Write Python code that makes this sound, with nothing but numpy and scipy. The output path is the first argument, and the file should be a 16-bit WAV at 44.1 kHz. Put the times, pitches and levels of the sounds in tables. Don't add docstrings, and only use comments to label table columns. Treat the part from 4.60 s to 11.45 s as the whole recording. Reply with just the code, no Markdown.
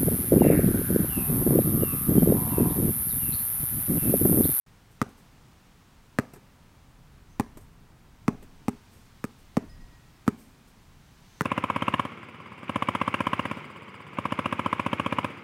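import sys
import numpy as np
from scipy import signal
from scipy.fft import rfft, irfft, next_fast_len
from scipy.io import wavfile
from scipy.ndimage import uniform_filter1d

SR = 44100
rng = np.random.default_rng(int(sys.argv[2]) if len(sys.argv) > 2 else 0)


def pcm_store(signal):
    levels = np.round(np.clip(np.atleast_2d(signal), -1, 1) * 32767)
    wavfile.write(sys.argv[1], SR, levels.astype(np.int16).T)


N = 302085
T = np.arange(int(.3 * SR)) / SR

# frequency_hz, relative_db
AIR_TONE = [(20, 0.5), (45, -5.5), (80, -6), (140, -5), (220, -11), (340, -18), (560, -23.5), (950, -20.5),
            (1700, -25), (2800, -28), (5500, -32.5), (9000, -36.5), (11000, -39.5), (16000, -39.5)]
# peak_s, rumble_lift_db
BREEZE_GUSTS = [(2.52, 9.5), (3.0, 12.5), (3.7, 11.5), (5.12, 15)]
# time_s, relative_db
HISS_DRIFT = [(0.3, -69.5), (0.52, -68), (3.33, -72), (4.33, -66.5), (6.37, -68.5), (6.85, -63)]
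# start_s, length_s, level_db
HAND_RUBS = [(0.303, 0.049, -63.5), (0.563, 0.063, -62.5), (3.0, 0.039, -60), (4.3, 0.12, -61),
             (4.78, 0.042, -63.5), (5.77, 0.091, -58.5), (6.07, 0.036, -62.5)]
# start_s, pat_db, rustle_db
PALM_CATCHES = [(0.489, -50, -61), (1.735, -41, -49), (1.759, -46, -58), (2.971, -42, -49.5),
                (3.8254, -44, -55), (5.6657, -40.5, -58)]
# frequency_hz, relative_db
PAT_TONE = [(70, -13.5), (200, 4), (300, -1.5), (420, 0), (560, -12.5), (900, -16), (2000, -20.5),
            (4000, -34.5), (16000, -43)]
# frequency_hz, relative_db
RUSTLE_TONE = [(500, 17), (2500, -14.5), (5000, 1), (7000, 1.5), (8400, 8.5), (10500, 1), (13300, 5.5),
               (15300, -2), (16000, -18)]
# start_s, strength_db, thump_db, grit_db, body_lag_s, landing_spot_turns
BALL_BOUNCES = [(0.416, -26, -24.5, -42, .0005, 0.91), (1.587, -26, -22, -43, 0.00088, 0.71),
                (2.7978, -26.5, -22.3, -41, 0.0002, .33), (3.6807, -28.5, -19.5, -48, .0023, .35),
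                (4.0825, -31.5, -22, -45.5, 0.00032, .29), (4.6411, -37, -30, -47, 0.0016, 0.77),
                (4.9694, -29.5, -20.5, -49.5, 0.0026, .23), (5.6787, -28.5, -17, -41.5, 0.00055, 0.92),
                (6.809, -26.5, -37, -42.5, .0017, .57)]
# frequency_hz, relative_db
SLAP_TONE = [(150, -11), (350, -4), (520, 4), (680, -3), (1000, -3), (1400, -6.5), (2100, -9),
             (2600, -10.5), (3300, -21), (6000, -18.5), (9000, -31.5), (16000, -34)]
# pitch_hz, width_hz, mean_lift_db, swing_db, best_spot_turns
SHELL_MODES = [(484, 45, 1.5, 11, 0.055), (800, 78, 2.5, 9, 0.28), (1080, 300, 3, 7.5, 0.43),
               (1259, 98, 9, 9.5, 0.94), (1740, 610, 2, 9.5, .61)]
# frequency_hz, relative_db
GRIT_TONE = [(500, -77), (2000, 10), (3400, -6), (5500, -4), (7000, -0.5), (8400, 3.5), (10500, -5),
             (14000, -4.5), (16000, -14)]
# base_pitch_hz, t60_s, rise_s
BODY_MODES = [(224.7, 0.026, 0.0021), (123.7, 0.034, 0.00047), (406.6, 0.07, 0.00053)]
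# frequency_hz, gain_db
YARD_TONE = [(50, 0), (130, -7), (260, 1), (450, 1), (900, 4), (2200, -0.5), (4000, -1), (8000, 1),
             (16000, -3)]
# delay_s, relative_db
YARD_ECHOES = [(0.023, -34), (0.026, -69), (.049, -28.5), (0.066, -30)]
# peak_s, half_width_s, level_db
FAR_SWISHES = [(2.73, 0.038, -72), (6.77, 0.11, -69)]
# start_s, level_db
METAL_TAPS = [(5.096, -62), (5.206, -68), (5.316, -70)]
# pitch_hz, relative_db, t60_s
METAL_MODES = [(1900, -.5, 1.0), (5044, 3.5, .3), (9280, -5, .12)]


def undb(db):
    return 10 ** (np.asarray(db) / 20)


def at_level(x, db):
    return x * undb(db) * np.sqrt(SR / 50 / np.sum(x ** 2))


def tone_db(tone, hz):
    points_hz, db = np.transpose(tone)
    return np.interp(np.log(hz + 1), np.log(points_hz), db)


def colour(x, tone):
    size = 2 * next_fast_len(len(x))
    gain = undb(tone_db(tone, np.fft.rfftfreq(size, 1 / SR)))
    cepstrum = irfft(np.log(gain))
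    cepstrum[1:size // 2] *= 2
    cepstrum[size // 2 + 1:] = 0
    return irfft(rfft(x, size) * np.exp(rfft(cepstrum)))[:len(x)]


def resonance(x, hz, q):
    return signal.lfilter(*signal.iirpeak(hz, q, fs=SR), x)


def ring(hz, t60_s, rise_s):
    return np.cos(2 * np.pi * hz * T) * np.exp(-np.log(1000) * T / t60_s) * (1 - np.exp(-T / rise_s))


def burst(rise_s, decay_s, start_s=0):
    t = T - start_s
    return np.clip(t / rise_s, 0, 1) * np.exp(-np.maximum(t - rise_s, 0) / decay_s)


def add(out, start_s, x):
    i = max(int(round(start_s * SR)), 0)
    out[i:i + len(x)] += x[:len(out) - i]


def wander(rate_hz):
    hold = int(SR / rate_hz)
    steps = np.repeat(rng.standard_normal(N // hold + 1), hold)
    smooth = uniform_filter1d(uniform_filter1d(steps, hold), hold)[:N]
    return smooth / smooth.std()


def breeze(t, rise_s=0.17, fall_s=0.27, calm_db=-1):
    return calm_db + sum(db * np.exp(-((t - peak_s) / np.where(t < peak_s, rise_s, fall_s)) ** 2)
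                         for peak_s, db in BREEZE_GUSTS)


def air(base_db=-55, shake_db=2, rumble_hz=85, hiss_hz=4800):
    t = np.arange(N) / SR
    rumble_db = breeze(t)
    hiss_db = np.interp(t, *np.transpose(HISS_DRIFT))
    hiss_db -= hiss_db.mean()
    hz = np.fft.rfftfreq(N, 1 / SR)
    spectrum = rfft(rng.standard_normal(N)) * undb(tone_db(AIR_TONE, hz)) * (hz > 15)
    spectrum *= undb(base_db) / irfft(spectrum, N).std()
    out = np.zeros(N)
    for centre_hz in 20 * 2. ** np.arange(11):
        band = irfft(spectrum * np.clip(1 - abs(np.log2((hz + 1) / centre_hz)), 0, 1), N)
        rumble_share = 1 / (1 + (centre_hz / rumble_hz) ** 2)
        hiss_share = 1 / (1 + np.log2(centre_hz / hiss_hz) ** 2)
        out += band * undb(rumble_share * (rumble_db + shake_db * wander(9)) + hiss_share * hiss_db)
    return out


def touch(envelope, pat_db, rustle_db):
    pat = colour(rng.standard_normal(len(T)), PAT_TONE)
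    rustle = colour(rng.standard_normal(len(T)), RUSTLE_TONE)
    return envelope * (undb(pat_db) * pat / pat.std() + undb(rustle_db) * rustle / rustle.std())


def hands(rustle_trim_db=1, ring_trim_db=-2.5, rub_body_db=-11):
    out = np.zeros(N)
    inner_air = ring(*BODY_MODES[2])
    for start_s, pat_db, rustle_db in PALM_CATCHES:
        add(out, start_s, touch(burst(rise_s=.0015, decay_s=.013), pat_db, rustle_db + rustle_trim_db))
        add(out, start_s, undb(pat_db + ring_trim_db) * inner_air)
    for start_s, length_s, db in HAND_RUBS:
        slide = burst(rise_s=.3 * length_s, decay_s=.7 * length_s)
        add(out, start_s, touch(slide, db + rub_body_db, db + rustle_trim_db))
    return out


def shell_lifts(spot_turns):
    return [mean_db + swing_db * np.cos(2 * np.pi * (spot_turns - best_turns))
            for _, _, mean_db, swing_db, best_turns in SHELL_MODES]


def slap(shell_db, contact_s, liftoff_db=-14, flutter_gain=0.066, flutter_s=0.0028):
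    envelope = burst(0.00041, flutter_s) + undb(liftoff_db) * burst(0.0019, 0.0019, contact_s - .001)
    force = flutter_gain * rng.standard_normal(len(T)) * envelope
    force[0] += 1
    add(force, contact_s, -undb(liftoff_db) * np.hanning(9) / 4)
    crack = colour(force, SLAP_TONE)
    for (hz, width_hz, *_), db in zip(SHELL_MODES, shell_db):
        crack = crack + (undb(db) - 1) * resonance(crack, hz, hz / width_hz)
    return crack


def grit(contact_s, crush_s=0.002, peel_db=-9, grain_spread_db=7, tick_gain=7):
    grains = rng.standard_normal(len(T))
    grains *= undb(grain_spread_db * np.minimum(rng.exponential(size=len(T)), 3))
    crunch = grains * (burst(0.00064, crush_s) + undb(peel_db) * burst(0.0025, 0.0013, contact_s - .003))
    crunch[0] += tick_gain
    return colour(crunch, GRIT_TONE)


def body(strength_db, thump_db, lag_s, boom_hz_per_s=21200, air_follow=0.54, low_cut_hz=78):
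    thump, (boom_hz, boom_t60_s, boom_rise_s), inner_air = BODY_MODES
    boom = ring(boom_hz + boom_hz_per_s * lag_s, boom_t60_s, boom_rise_s)
    air_db = strength_db + air_follow * (thump_db - strength_db) - 8
    modes = at_level(ring(*thump), thump_db) + at_level(boom, strength_db + 0.1)
    modes += at_level(ring(*inner_air), air_db)
    return signal.sosfilt(signal.butter(3, low_cut_hz, "high", fs=SR, output="sos"), modes)


def dribble(mean_contact_s=.0102, yard_send_db=1.3):
    out = np.zeros(N)
    for start_s, strength_db, thump_db, grit_db, lag_s, spot_turns in BALL_BOUNCES:
        contact_s = mean_contact_s * (1 + 0.012 * rng.standard_normal())
        thud = at_level(grit(contact_s), grit_db)
        add(thud, lag_s, body(strength_db, thump_db, lag_s))
        add(out, start_s, thud + at_level(slap(shell_lifts(spot_turns), contact_s), strength_db))
        even_slap = at_level(slap(np.zeros(len(SHELL_MODES)), contact_s), strength_db)
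        add(out, start_s, undb(yard_send_db) * yard(thud + even_slap))
    return out


def yard(x, near_db=-24, near_decay_s=0.049, far_db=-32, far_decay_s=0.41, echo_cutoff_hz=900):
    t = np.arange(SR) / SR
    scatter, echoes = np.zeros(SR), np.zeros(SR)
    fade_in = np.clip(t / 0.013 - .5, 0, 1)
    for db, decay_s in ((near_db, near_decay_s), (far_db, far_decay_s)):
        tail = rng.standard_normal(SR) * np.exp(-t / decay_s) * fade_in
        scatter += undb(db) * tail / np.sqrt(np.sum(tail ** 2))
    for delay_s, db in YARD_ECHOES:
        add(echoes, delay_s, undb([db]))
    echoes = signal.lfilter(*signal.butter(1, echo_cutoff_hz, fs=SR), echoes)
    return signal.fftconvolve(x, colour(scatter, YARD_TONE) + echoes)


def swishes(hz=6150, q=11):
    t = np.arange(N) / SR
    hiss = resonance(resonance(rng.standard_normal(N), hz, q), hz, q)
    swells = sum(undb(db) * np.exp(-((t - peak_s) / half_width_s) ** 2)
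                 for peak_s, half_width_s, db in FAR_SWISHES)
    return hiss / hiss.std() * swells


def clinks(dulling_per_octave=.35):
    out, t = np.zeros(N), np.arange(SR) / SR
    for start_s, tap_db in METAL_TAPS:
        tilt_db_per_octave = dulling_per_octave * (tap_db - METAL_TAPS[0][1])
        for hz, mode_db, t60_s in METAL_MODES:
            level_db = tap_db + mode_db + tilt_db_per_octave * np.log2(hz / METAL_MODES[0][0])
            partial = np.sin(2 * np.pi * hz * t) * np.exp(-np.log(1000) * t / t60_s)
            add(out, start_s, undb(level_db) * partial)
    return out


def scene():
    return (dribble() + hands() + clinks() + swishes() + air())[None]


def record(dry):
    open_s, top_hz = .063, 15750
    opened = dry * np.where(np.arange(N) / SR < open_s, undb(-46), 1)
    return signal.sosfilt(signal.ellip(8, .2, 70, top_hz, fs=SR, output="sos"), opened)


dry = scene()
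out = record(dry)
pcm_store(out)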